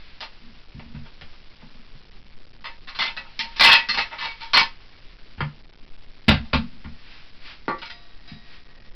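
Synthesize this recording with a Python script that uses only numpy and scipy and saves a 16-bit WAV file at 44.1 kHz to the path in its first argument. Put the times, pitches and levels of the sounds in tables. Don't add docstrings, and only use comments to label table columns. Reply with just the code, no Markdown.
import sys
import numpy as np
from scipy import signal
from scipy.fft import rfft, irfft, next_fast_len
from scipy.io import wavfile

SR = 44100
rng = np.random.default_rng(int(sys.argv[2]) if len(sys.argv) > 2 else 0)


def unload_wav(signal):
    wavfile.write(
        sys.argv[1],
        SR,
        np.round(np.clip(np.atleast_2d(signal).T, -1, 1) * 32767).astype(np.int16),
    )


N = 394694


def from_db(db):
    return 10 ** (np.asarray(db) / 20)


def ring(clicks, hz, ring_s):
    fade, turn = from_db(-60 / (ring_s * SR)), 2 * np.pi * hz / SR
    return signal.lfilter([0, np.sin(turn)], [1, -2 * fade * np.cos(turn), fade * fade], clicks + 1e-18)


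def coloured(gain_at):
    size = next_fast_len(N)
    hz = np.fft.rfftfreq(size, 1 / SR) + .1
    noise = irfft(rfft(rng.standard_normal(size)) * gain_at(hz), size)[:N]
    return noise / np.sqrt(np.mean(noise ** 2) + 1e-20)


# centre in Hz, width in Hz, level in dB.
PRESSURE_SWINGS = [(1.475, 1.7, -44.5), (11.12, 9.2, -43), (30.1, 41, -59)]

def air():
    drift = sum(from_db(db) * coloured(lambda f: 1 / (1 + ((f - hz) / width) ** 2))
                for hz, width, db in PRESSURE_SWINGS)
    murmur = from_db(-58) * coloured(lambda f: 1 / (1 + (f / 250) ** 2))
    return drift + murmur


# time in seconds, level in dB.
RUSTLE_LEVELS = [(0, -51), (.6, -58.5), (1.1, -58.5), (1.8, -56.5), (2.5, -63.5), (3.201, -55),
                 (3.501, -47), (4.401, -48), (4.75, -56), (5.1, -57), (5.8, -63.5), (6.5, -56.5),
                 (7.302, -57.5), (8.1, -58.5), (8.95, -64.5)]
# frequency in Hz, level in dB.
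RUSTLE_TONE = [(100, -24), (700, -12.5), (1500, -5.5), (2400, -2.5), (3500, -5.5), (5000, -6.5),
               (6000, -15.5)]
# middle in seconds, top level in dB, half length in seconds.
ARM_SWISHES = [(7.139, -49, 0.099), (7.491, -41.5, 0.059), (8.325, -51.5, 0.03), (8.531, -50, 0.061)]

def rustle():
    t = np.arange(N) / SR
    hz, tone_db = np.transpose(RUSTLE_TONE)
    hiss = coloured(lambda f: from_db(np.interp(np.log(f), np.log(hz), tone_db)))
    handling = from_db(np.interp(t, *np.transpose(RUSTLE_LEVELS)))
    swishes = sum(from_db(db) * np.exp(-((t - at) / half_s) ** 2) for at, db, half_s in ARM_SWISHES)
    return (handling + swishes) * hiss


# start in seconds, level in dB.
STEEL_TOUCHES = [(7.82, -46.5), (7.9, -44), (8.277, -44.5)]
# pitch in Hz, level in dB, ring time in seconds.
STEEL_TONES = [(700, -12, 1.0), (1152, -17, 1.5), (1895, -10, 4.0), (2245, -6, .3), (3854, -5, .9),
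               (4910, -1, .5)]

def steel_dish():
    clicks = np.zeros(N)
    for start_s, db in STEEL_TOUCHES:
        clicks[round(start_s * SR)] = from_db(db)
    return sum(from_db(db) * ring(clicks, hz, ring_s) for hz, db, ring_s in STEEL_TONES)


# start in seconds, floor, cupboard and door levels in dB, loss per bounce in dB.
BLOWS = [(0.222, -60, -73, -52, 14), (.41, -76, -64.5, -49.5, 1), (.49, -62, -65, -53.5, 1.5),
         (0.745, -36.5, -34, -39.5, 2), (.861, -42.5, -48.5, -45.5, 2), (.945, -33, -32, -40, 3),
         (1.217, -39.5, -44, -51, 14.5), (1.629, -51.5, -45, -45, 4), (1.749, -60.5, -58, -53, 2.5),
         (1.95, -52.5, -39.5, -58.5, 14.5), (5.378, -30.5, -39, -46, 9), (5.408, -32, -20.5, -32, 4),
         (6.281, -11.5, -15.5, -11, 3.5), (6.37, -27, -32.5, -31.5, 3), (6.535, -17, -18.5, -16, 5),
         (6.625, -42, -46, -30.5, 4.5), (6.72, -48.5, -49, -47, 3), (6.848, -31, -37.5, -38, 3.5),
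         (7.683, -55, -34.5, -31.5, 24), (8.316, -36, -36.5, -38, 7.5)]
SHAKE_DB = [-49.5, -44.5, -41]
# pitch in Hz, level in dB, ring time in seconds, part (0 floor, 1 cupboard, 2 door).
DEEP_TONES = [(44.3, -4, 0.21, 0), (70.3, -0.5, 0.15, 0), (94.5, -6, .15, 0), (123.6, -9.5, 0.1, 1),
              (146.8, -2, 0.21, 1), (190.5, -8.5, 0.25, 2), (217.5, -5, .28, 2), (233, -0.5, .2, 2),
              (259, -6, 0.16, 2)]

def thuds(bounce_s=0.017, shake_loss_db=3.5):
    shakes = [(start_s, *(db + np.array(SHAKE_DB)), shake_loss_db) for start_s, db, *_ in DISH_HITS]
    blows = np.array(BLOWS + shakes)
    start_s, part_db, loss_db = blows[:, :1], blows[:, 1:4], blows[:, 4:]
    bounce = np.arange(5)
    delay_s = bounce_s * bounce * rng.uniform(0.9, 1.2, size=(len(blows), 5))
    at = np.round((start_s + delay_s) * SR).astype(int)
    signs = rng.choice([-1, 1], size=(len(blows), 5, len(DEEP_TONES)))
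    boom = 0
    for sign, (hz, db, ring_s, part) in zip(np.moveaxis(signs, 2, 0), DEEP_TONES):
        pushes = np.zeros(N)
        pushes[at] = sign * from_db(part_db[:, round(part), None] - loss_db * bounce + db)
        boom = boom + ring(pushes, hz, ring_s)
    return signal.sosfilt(signal.butter(2, [48, 330], "band", fs=SR, output="sos"), boom)


def chatter(length_s, settle_s, soft_start, first_db, contacts_per_s, uneven_db):
    t = np.arange(round(.25 * SR)) / SR
    sizes = from_db(uneven_db * np.minimum(rng.exponential(1, t.size), 3)) * rng.choice([-1, 1], t.size)
    touching = rng.random(t.size) < contacts_per_s / SR
    touching[0], sizes[0] = True, from_db(first_db)
    swell = 1 - soft_start * np.exp(-t / (.18 * length_s))
    shape = swell * np.exp(-np.maximum(t - length_s, 0) / settle_s)
    clicks = sizes * touching * shape
    return clicks * np.linalg.norm(shape) / np.linalg.norm(clicks)


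def struck(hits, tones, ring_db, crack_db, crack_hz, crack_reach, focus_db, damping, **contacts):
    hz, tone_db, ring_s = np.transpose(tones)
    drive, crack = np.zeros((len(tones), N + SR)), np.zeros(N + SR)
    spots, spot_s = 16, .024
    for start_s, level_db, length_s, settle_s, low_hz, high_hz, hard_db in hits:
        at = round(start_s * SR)
        clicks = from_db(level_db) * chatter(length_s, settle_s, **contacts)
        spot = np.minimum(np.arange(clicks.size) / SR / spot_s, spots - 1).astype(int)
        force_db = 1.4 * rng.standard_normal(spots) * (np.arange(spots) > 0)
        clicks = clicks * from_db(force_db)[spot]
        octaves_away = np.minimum(abs(np.log2(hz / low_hz)), abs(np.log2(hz / high_hz)))
        near = np.exp(-(octaves_away / 0.069) ** 2)
        tilt_db = np.clip(hard_db, -6, 4) * np.log2(hz / crack_hz)
        chance = from_db(2.5 * rng.standard_normal((hz.size, spots)))
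        chance *= rng.choice([-1, 1], size=chance.shape)
        gains = from_db(ring_db + tone_db + focus_db * near + tilt_db)[:, None] * chance
        drive[:, at:at + clicks.size] += gains[:, spot] * clicks
        centre_hz = crack_hz * np.clip(from_db(0.66 * hard_db), .3, 2)
        edges_hz = [centre_hz / crack_reach, min(centre_hz * 1.9, 9000)]
        band = signal.butter(3, edges_hz, "band", fs=SR, output="sos")
        crack[at:at + clicks.size] += from_db(crack_db) * signal.sosfilt(band, clicks)
    ringing = sum(map(ring, drive, hz, ring_s / damping))
    return (crack + ringing)[:N]


# start in seconds, level in dB, chatter and settling times in seconds,
# pitches of the lower and higher piece in Hz, hardness in dB per octave (more is brighter).
BOWL_LANDING = [(7.681, -13.5, 0.02, 0.025, 1160, 1980, -2.4)]
# pitch in Hz, level in dB, ring time in seconds before damping.
BOWL_TONES = [(328, -6, .14), (528, -8, .22), (861, -10, .15), (926, -8, .15), (1157, -3, .22),
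              (1400, -6, .08), (1593, -5, .1), (1809, -8, .18), (1949, -4, .14), (2121, -7, .18),
              (2363, -10, .12)]

def bowl():
    return struck(BOWL_LANDING, BOWL_TONES, ring_db=-40.5, focus_db=2.5, damping=1.3,
                  crack_db=-2, crack_hz=955, crack_reach=3.4,
                  first_db=7, contacts_per_s=390, uneven_db=-4.5, soft_start=0.041)


WOOD_HITS = [(.206, -21.5, 0.012, 0.0051, 1200, 4900, 10), (.224, -23, 0.0066, 0.021, 1480, 4310, 5),
             (.795, -29.5, 0.01, .01, 436, 1640, -2.5), (.949, -33.5, 0.015, 0.014, 516, 3300, -4),
             (1.052, -36.5, 0.02, 0.013, 1370, 2920, 1.5), (1.212, -26, 0.0071, .01, 1470, 2780, 2.5),
             (1.329, -42, 0.016, .01, 3060, 4500, 4), (1.619, -36.5, 0.0083, .01, 431, 2440, -7),
             (5.381, -31, 0.013, .01, 540, 2360, -5.5), (5.406, -10, 0.0064, 0.011, 1340, 1920, -4.5),
             (6.282, 0, 0.013, 0.015, 1170, 2960, 2.5), (6.31, -6.5, 0.0058, 0.024, 1500, 2600, -1.5),
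             (6.449, -36.5, .009, .01, 2800, 4700, 3), (6.532, -5, 0.014, 0.014, 1490, 2710, 1),
             (6.844, -30, 0.016, 0.011, 1110, 2500, -3)]
# pitch in Hz, level in dB, ring time in seconds before damping.
WOOD_TONES = [(517, -9, .04), (790, -5, .035), (880, -4, .04), (1060, -3, .04), (1340, -1, .04),
              (1650, -4, .035), (2000, -3, .035), (2470, -2, .035), (2800, 0, .035), (3300, -3, .03),
              (4200, -3, .03), (4900, -3, .03)]

def wood_knocks():
    return struck(WOOD_HITS, WOOD_TONES, ring_db=-45, focus_db=3, damping=2.2,
                  crack_db=-6, crack_hz=1807, crack_reach=5.7,
                  first_db=9.5, contacts_per_s=2100, uneven_db=3.0, soft_start=0.043)


DISH_HITS = [(2.643, -18.5, 0.03, 0.016, 1360, 1997, -3), (2.874, -20, 0.016, 0.019, 2015, 2163, 0),
             (2.948, -20.5, 0.021, 0.014, 1046, 4100, 1), (2.989, -6, 0.046, 0.026, 2044, 3490, 1),
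             (3.076, -17, 0.015, 0.011, 2040, 2560, -3), (3.167, -12, 0.007, 0.012, 1944, 2550, -1.5),
             (3.392, -5, 0.0086, .015, 1870, 2930, 10), (3.248, -33.5, 0.014, 0.013, 1228, 2670, -9),
             (3.428, -23, .007, 0.024, 950, 2840, -4), (3.562, -17, 0.019, 0.015, 1800, 3560, 8.5),
             (3.597, 4.5, 0.065, 0.017, 2023, 3500, 2.5), (3.669, 3, 0.084, 0.0074, 1970, 2625, 1.5),
             (3.759, -6.5, 0.0095, 0.032, 1930, 2590, 0), (3.888, -2.5, 0.01, .015, 2030, 4370, 4),
             (3.942, -9, 0.016, 0.0087, 1570, 2470, 0.5), (3.975, -2, .02, 0.018, 1334, 2036, -0.5),
             (4.113, -20.5, 0.034, 0.015, 1262, 2025, -4), (4.185, -16, 0.028, .01, 1755, 2070, 1),
             (4.215, -14.5, .045, 0.022, 920, 2280, 1.5), (4.288, -26, 0.026, 0.012, 910, 3580, 0.5),
             (4.407, -21, 0.024, 0.042, 944, 3220, 1.5), (4.534, 2.5, .06, 0.013, 1122, 4380, 1.5),
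             (4.559, -6, 0.033, 0.012, 2040, 2630, 3), (4.611, -9, 0.0077, 0.016, 1095, 4020, -3),
             (4.803, -40, 0.022, 0.0086, 1870, 2270, 0.5), (4.9, -42.5, 0.023, 0.013, 1850, 2240, -0.5),
             (7.68, -29.5, 0.011, 0.013, 4340, 4650, 6), (7.785, -28, 0.0065, .008, 4240, 4680, 8),
             (7.818, -16.5, 0.013, 0.007, 1244, 2150, -1.5), (7.849, -22.5, 0.018, 0.0081, 1400, 2230, 1),
             (7.899, -19.5, 0.0077, .015, 1890, 2470, 2.5), (8.28, -29.5, 0.016, 0.0068, 1870, 2240, 1.5)]
# pitch in Hz, level in dB, ring time in seconds before damping.
CROCKERY_TONES = [(543, -15.5, 0.14), (821, -9, 0.16), (924, -4, 0.18), (1090, 0.5, 0.045),
                  (1280.7, -5, 0.13), (1480, -13, 0.056), (1680, -6, 0.036), (1760, -11.5, 0.23),
                  (1936, -2.5, 0.12), (2050, -4.5, 0.091), (2252, -7.5, 0.27), (2205, -9, .1),
                  (2564, -4, 0.088), (2650, -7, 0.19), (2805, -5.5, 0.12), (3050, -9.5, 0.18),
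                  (3163, -5.5, 0.13), (3318, -8, 0.11), (3554, -4, 0.04), (4210, -12, 0.14),
                  (4100, -1.5, 0.054), (4244, -5, 0.067), (4296, -2.5, 0.086), (4550, -8.5, 0.065),
                  (5030, -6.5, 0.19), (5060, -12, 0.039), (5360, -10.5, 0.18)]

def crockery():
    return struck(DISH_HITS, CROCKERY_TONES, ring_db=-51, focus_db=11, damping=1.6,
                  crack_db=-11, crack_hz=2407, crack_reach=2.76,
                  first_db=6.5, contacts_per_s=1200, uneven_db=2.5, soft_start=0.3)


def room(sound, ring_s=0.19, echo_db=-4):
    t = np.arange(round(.4 * SR)) / SR
    tail = rng.standard_normal(t.size) * from_db(-60 * t / ring_s) * (t > .003)
    return sound + from_db(echo_db) * signal.fftconvolve(sound, tail / np.linalg.norm(tail))[:N]


def scene():
    return (room(crockery() + wood_knocks() + bowl()) + thuds() + steel_dish() + rustle() + air())[None]


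def record(dry):
    step, offset = np.sqrt(.5) / 128, -.003
    dulled = signal.sosfilt(signal.butter(4, 5200, fs=SR, output="sos"), dry + offset)
    codes = np.clip(np.floor(dulled[:, ::4] / step + .5), -128, 127)
    smoother = signal.firwin(129, SR / 8, window=("kaiser", 9), fs=SR)
    full_rate = signal.resample_poly(codes * step, 4, 1, axis=1, window=smoother)[:, :N]
    clipped = np.clip(full_rate, -128 * step, 128 * step)
    return signal.sosfilt(signal.cheby2(12, 70, 16800, fs=SR, output="sos"), clipped)


dry = scene()
out = record(dry)
unload_wav(out)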